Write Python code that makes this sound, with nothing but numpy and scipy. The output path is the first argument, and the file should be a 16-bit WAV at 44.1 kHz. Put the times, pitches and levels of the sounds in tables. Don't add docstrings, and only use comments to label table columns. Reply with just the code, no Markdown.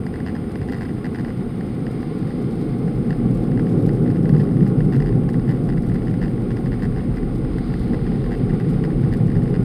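import sys
import numpy as np
from scipy import signal
from scipy.fft import rfft, irfft, next_fast_len
from scipy.io import wavfile
from scipy.ndimage import uniform_filter1d

SR = 44100
rng = np.random.default_rng(int(sys.argv[2]) if len(sys.argv) > 2 else 0)


def put_to_file(sound):
    columns = np.atleast_2d(sound).T
    safe = np.clip(columns, -1, 1)
    whole_steps = np.round(safe * 32767)
    wavfile.write(sys.argv[1], SR, whole_steps.astype(np.int16))


N = 425124
TIME = np.arange(N) / SR

# t/s, roof level/dB, glass level/dB, approach/s, retreat/s
DRYER_PASSES = [(4.5, -16.5, -20.5, 0.92, 1.12), (9.3, -18, -25, 0.81, 3.4)]
# t/s, roof lift/dB, glass lift/dB
EDGE_GUSTS = [(0.29, -6, 2.5), (2.42, -0.5, 1.5), (2.86, 5, 0.5), (3.31, 4, 2.5), (3.83, 2.5, 1.5),
              (4.37, 4, 1), (7.94, 0.5, 5), (8.62, 5, 0)]
# t/s, level/dB
BUFFET_LEVELS = [(0, -41.5), (2.5, -37.5), (3.35, -29), (4.55, -33), (5.05, -25.5), (6.35, -29.5),
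                 (7.2, -25.5), (9.64, -28)]
# t/s, dip/dB
BUFFET_LULLS = [(3.68, -13), (4.2, 0), (5.33, -9), (5.53, -9), (6.59, -3), (8.64, -13)]
# t/s, level/dB
RUMBLE_LEVELS = [(0, -32.5), (1.3, -35), (2.2, -44.5), (4, -46), (6.5, -35.5), (9.64, -40)]
# t/s, first tap level/dB, number of taps
HARD_JOLTS = [(0.065, -25.5, 1), (0.139, -28.5, 1), (0.157, -29.5, 1), (0.202, -28, 1), (0.263, -26, 4),
              (0.364, -30.5, 1), (0.556, -26.5, 1), (0.615, -28, 1), (0.686, -28, 2), (0.723, -25.5, 3),
              (0.809, -26, 3), (1.044, -25.5, 3), (1.147, -27, 2), (1.186, -27.5, 2), (1.247, -27.5, 1),
              (1.303, -32, 1), (1.609, -30.5, 1), (1.867, -27, 1), (2.029, -30, 1), (2.306, -31, 1),
              (3.106, -24.5, 1), (3.128, -29, 1), (3.574, -28, 1), (3.595, -28, 1), (3.891, -26, 1),
              (4.077, -32, 1), (4.255, -28.5, 1), (4.293, -26.5, 1), (4.364, -29.5, 1), (4.399, -33, 2),
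              (4.665, -29.5, 1), (4.805, -26.5, 1), (4.924, -27, 5), (5.002, -26, 1), (5.022, -27.5, 1),
              (5.06, -29, 4), (5.29, -26.5, 1), (5.341, -27.5, 1), (5.395, -33, 1), (5.492, -28, 3),
              (5.689, -27, 2), (5.778, -31, 1), (6.071, -29.5, 2), (6.14, -31, 1), (6.216, -26.5, 5),
              (6.505, -30.5, 2), (6.569, -27.5, 1), (6.719, -28.5, 3), (6.822, -26, 4), (6.962, -31.5, 4),
              (7.171, -30, 2), (7.583, -26.5, 1), (7.739, -25.5, 1), (7.933, -28, 2), (8.261, -30, 1),
              (8.317, -28.5, 4), (8.599, -31, 2), (8.839, -25.5, 2), (9.036, -31, 2), (9.126, -27, 3),
              (9.354, -30, 2), (9.541, -28.5, 3)]
# t/s, rate/(jolts per second)
LIGHT_JOLT_RATES = [(0, 8), (1.25, 8), (1.5, 1.2), (3.6, 0.6), (4.4, 9), (6.9, 8), (7.35, 0.5), (8.1, 10),
                    (9.64, 9)]
# f/Hz, level/dB, time to fade by 60 dB/s
PLASTIC_NOTES = [(736, -5, 0.022), (1063, -13.5, 0.033), (1350, -4.5, 0.0089), (1655, 10, 0.0048),
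                 (1837, 9, 0.0069), (1997, -5, 0.028), (2740, -14, 0.011), (3160, -22.5, 0.0054),
                 (4340, -26, 0.021), (4923, -18.5, 0.019), (5800, -26, 0.0044), (7550, -30.5, 0.0076)]
# t/s, level/dB
BIG_DROPS = [(0.5162, -44), (0.7183, -43), (2.0183, -47), (2.6095, -47), (3.7868, -49), (3.8611, -41),
             (4.3765, -47.5), (4.6743, -43), (4.9596, -45), (5.5084, -45), (5.8202, -44), (9.1351, -41)]
# t/s, level/dB
SPRAY_LEVELS = [(0, -56.5), (2.2, -55.5), (5.5, -58), (7.5, -56), (7.9, -54.5), (9.64, -55.8)]
GLASS_JET_LEVELS = [(0, -87), (1.7, -69), (2.15, -61), (2.7, -62.5), (3.5, -78), (7.45, -67.5),
                    (7.65, -56.5), (8.1, -61), (8.6, -67), (9.64, -76)]
SIZZLE_LEVELS = [(0, -68), (.3, -73.5), (.5, -70), (2.1, -76), (2.6, -74), (3.2, -74), (4.5, -70),
                 (5.2, -75.5), (9.64, -86.5)]
# f/Hz, level/dB
BLADE_TONES = [(710.6, -54.5), (1421, -60)]
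CAMERA_TONES = [(8857.8, -63.5), (10367.5, -95)]
# f/Hz, level/dB
BOOM_SPECTRUM = [(12, -30), (25, -11.5), (34, -5), (41, 0.5), (50, -10), (70, -10), (100, -25.5),
                 (160, -59.5)]
ROOF_SPECTRUM = [(55, -44.5), (80, -25), (100, -9.5), (120, 1), (155, -0.5), (180, -2), (220, -18.5),
                 (330, -46)]
RUSH_SPECTRUM = [(130, -19), (185, 1.5), (210, -3), (240, 2.5), (280, -5.5), (320, -4), (375, -9.5),
                 (410, -7.5), (490, -12.5), (560, -20.5), (640, -34.5), (900, -56)]
HOWL_SPECTRUM = [(450, -8.5), (640, -5), (720, 1), (800, 2.5), (870, -5), (960, -20), (1080, -6.5),
                 (1200, -10.5), (1450, -11), (1800, -26.5), (2600, -38.5)]
RUMBLE_SPECTRUM = [(30, -16), (50, -13.5), (68, -5.5), (88, 1.5), (110, 1), (160, -25.5)]
SCUFF_SPECTRUM = [(900, 1), (1800, -1), (2800, 2), (3900, -6), (4950, -1.5), (5500, -15), (8000, -18.5),
                  (14000, -21.5)]
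SPRAY_SPECTRUM = [(600, -13.5), (1100, 5.5), (1600, -2.5), (2100, 2), (2500, -6.5), (2750, -6.5),
                  (3800, -10), (4200, -15.5), (4400, -9.5), (4650, -19), (4980, -5.5), (5300, -26),
                  (6500, -28), (12000, -49)]
DROP_SPECTRUM = [(1500, -5.5), (4900, 6), (6300, -5.5), (8000, -1), (10800, 0.5), (13000, -8),
                 (15500, -6.5)]
GLASS_JET_SPECTRUM = [(1800, -10), (2800, -8.5), (3900, 2), (4950, 1.5), (5400, -14.5), (7000, -29)]
SIZZLE_SPECTRUM = [(8500, -29.5), (9600, -9.5), (10050, 0.5), (10800, -5.5), (12000, -12.5)]
HISS_SPECTRUM = [(3000, -11), (6800, -10), (8000, -1), (8900, 3.5), (9500, 0), (10100, -3), (11500, -5),
                 (14000, -4.5), (15500, -11.5)]

DRAUGHT_ROOF_DB, DRAUGHT_GLASS_DB = -34, -27.5
JET_FALLOFF = 1.27
GLASS_LEAD_S = 0.56
GLASS_LINGER = 1.53
BOUNCE_S, BOUNCE_LOSS_DB = 0.0104, 1.2


def dryers(roof_db, rush_db):
    lulls_db = sum(dip_db * swell(s, half_width_s=0.055) for s, dip_db in BUFFET_LULLS)
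    boom_db = curve(BUFFET_LEVELS) + lulls_db
    boom = jet(BOOM_SPECTRUM, flutter_db=1.5, flutter_hz=23) * gain(boom_db - 0.7)
    roof = jet(ROOF_SPECTRUM, flutter_db=-2.5, flutter_hz=25) * gain(roof_db - 0.05)
    rush = jet(RUSH_SPECTRUM, flutter_db=0.6, flutter_hz=40) * gain(rush_db + 0.2)
    howl = jet(HOWL_SPECTRUM, flutter_db=1.5, flutter_hz=30) * gain(0.61 * rush_db - 29.5)
    return boom + roof + rush + howl


def jet(spectrum, flutter_db, flutter_hz):
    air = noise(spectrum) * gain(flutter_db * wobble(flutter_hz))
    return air / np.sqrt(uniform_filter1d(air ** 2, size=SR // 4))


def blast_levels():
    roof, glass = gain(DRAUGHT_ROOF_DB) ** 2, gain(DRAUGHT_GLASS_DB) ** 2
    for s, roof_db, glass_db, approach_s, retreat_s in DRYER_PASSES:
        roof += gain(roof_db) ** 2 * nearness(s, approach_s, retreat_s)
        glass += gain(glass_db) ** 2 * nearness(s - GLASS_LEAD_S, approach_s, GLASS_LINGER * retreat_s)
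    gusts_db = sum(np.outer(lifts, swell(s, half_width_s=0.041)) for s, *lifts in EDGE_GUSTS)
    return 10 * np.log10([roof, glass]) + gusts_db


def nearness(closest_s, approach_s, retreat_s):
    distance = (TIME - closest_s) / np.where(TIME < closest_s, approach_s, retreat_s)
    return (1 + distance ** 2) ** -JET_FALLOFF


def rattle():
    t = TIME[:SR // 20]
    notes = np.array([(-1) ** k * gain(db) * np.sin(2 * np.pi * hz * t) * fade(t, fade_s)
                      for k, (hz, db, fade_s) in enumerate(PLASTIC_NOTES)])
    notes /= abs(notes.sum(axis=0)).max()
    strikes = bounces()
    rebounds = clicks(strikes + [BOUNCE_S, -19], scatter_s=0.001)
    grazes = by_chance(2.2 * curve(LIGHT_JOLT_RATES)) * gain(-37.5 + 2 * rng.standard_normal(N))
    taps = clicks(strikes, scatter_s=0.0002) * gain(0.9) + rebounds + grazes
    ring = sum(signal.oaconvolve(taps * gain(0.89 * wobble(120)), note)[:N] for note in notes)
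    scuff = signal.oaconvolve(taps, fade(t, 0.039))[:N] * noise(SCUFF_SPECTRUM)
    return ring + gain(-21.5) * scuff


def bounces():
    light_jolts = [(s, -33 + 0.5 * rng.standard_normal(), 1 + (rng.random() < 0.25))
                   for s in TIME[by_chance(curve(LIGHT_JOLT_RATES))]]
    taps = [(s, db, k) for s, db, count in HARD_JOLTS + light_jolts for k in range(round(count))]
    start_s, first_db, bounce = np.transpose(taps)
    uneven_db = 0.3 * rng.standard_normal(len(bounce)) * (bounce > 0)
    return np.column_stack([start_s + bounce * BOUNCE_S, first_db - bounce * BOUNCE_LOSS_DB + uneven_db])


def spray():
    mist = rng.standard_normal(N) * gain(1.94 * rng.exponential(size=N))
    return tint(mist, SPRAY_SPECTRUM) * gain(curve(SPRAY_LEVELS) + 7.0 + 0.6 * wobble(25))


def drops(rush_db):
    drops_per_s = 45 * unit(gain(rush_db))
    small = by_chance(drops_per_s) * gain(-56 + 2 * np.minimum(rng.exponential(size=N), 5))
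    big = clicks(BIG_DROPS, scatter_s=0.0003)
    t = TIME[:SR // 10]
    splash = (1 - np.exp(-t / 0.0014)) * fade(t, 0.039)
    bursts = signal.fftconvolve(big + small, splash)[:N]
    return gain(-2.5) * bursts * noise(DROP_SPECTRUM)


def machinery():
    return noise(RUMBLE_SPECTRUM) * gain(curve(RUMBLE_LEVELS))


def fans():
    wavering_time = TIME + np.cumsum(0.00495 * wobble(22)) / SR
    return sum(tone(hz, db - 2.0 + 3.6 * wobble(9), wavering_time) for hz, db in BLADE_TONES)


def glass_jet():
    return noise(GLASS_JET_SPECTRUM) * gain(curve(GLASS_JET_LEVELS))


def sizzle():
    return noise(SIZZLE_SPECTRUM) * gain(curve(SIZZLE_LEVELS) - 1.5 + 3 * wobble(70))


def gain(db):
    return 10 ** (np.asarray(db) / 20)


def unit(x):
    return x / np.sqrt(np.mean(x ** 2))


def curve(table):
    return np.interp(TIME, *np.transpose(table))


def swell(peak_s, half_width_s):
    return np.exp(-((TIME - peak_s) / half_width_s) ** 2)


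def fade(t, fade_s):
    return np.exp(-np.log(1000) * t / fade_s)


def tone(hz, db, t):
    return np.sqrt(2) * gain(db) * np.sin(2 * np.pi * hz * t)


def tint(x, spectrum):
    hz, db = np.transpose(spectrum)
    size = next_fast_len(N)
    f = np.maximum(np.arange(size // 2 + 1) * SR / size, 1)
    roll_off = np.minimum(f / hz[0], 1) ** 2 * np.minimum(hz[-1] / f, 1) ** 2
    shape = gain(np.interp(np.log(f), np.log(hz), db))
    return unit(irfft(rfft(x, size) * roll_off * shape, size)[:N])


def noise(spectrum):
    return tint(rng.standard_normal(N), spectrum)


def wobble(rate_hz):
    hold = max(int(SR / rate_hz), 2)
    steps = np.repeat(rng.standard_normal(N // hold + 1), hold)
    return unit(uniform_filter1d(uniform_filter1d(steps, hold), hold)[:N])


def by_chance(per_second):
    return rng.random(N) < per_second / SR


def clicks(table, scatter_s):
    s, db = np.transpose(table)
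    s = s + scatter_s * rng.standard_normal(len(s))
    samples = np.clip(np.round(s * SR).astype(int), 0, N - 1)
    return np.bincount(samples, gain(db), N)


def scene():
    roof_db, rush_db = blast_levels()
    machines = dryers(roof_db, rush_db) + machinery() + fans()
    return (machines + rattle() + spray() + drops(rush_db) + glass_jet() + sizzle())[None]


def record(dry):
    whine = sum(tone(hz, db, TIME) for hz, db in CAMERA_TONES)
    hiss = gain(-66.5) * noise(HISS_SPECTRUM)
    end_fades = np.minimum(np.minimum(TIME, TIME[::-1]) / 0.003, 1)
    treble_cut = signal.ellip(10, 0.2, 80, 15550, fs=SR, output="sos")
    return signal.sosfilt(treble_cut, (dry + whine + hiss) * end_fades)


dry = scene()
out = record(dry)
put_to_file(out)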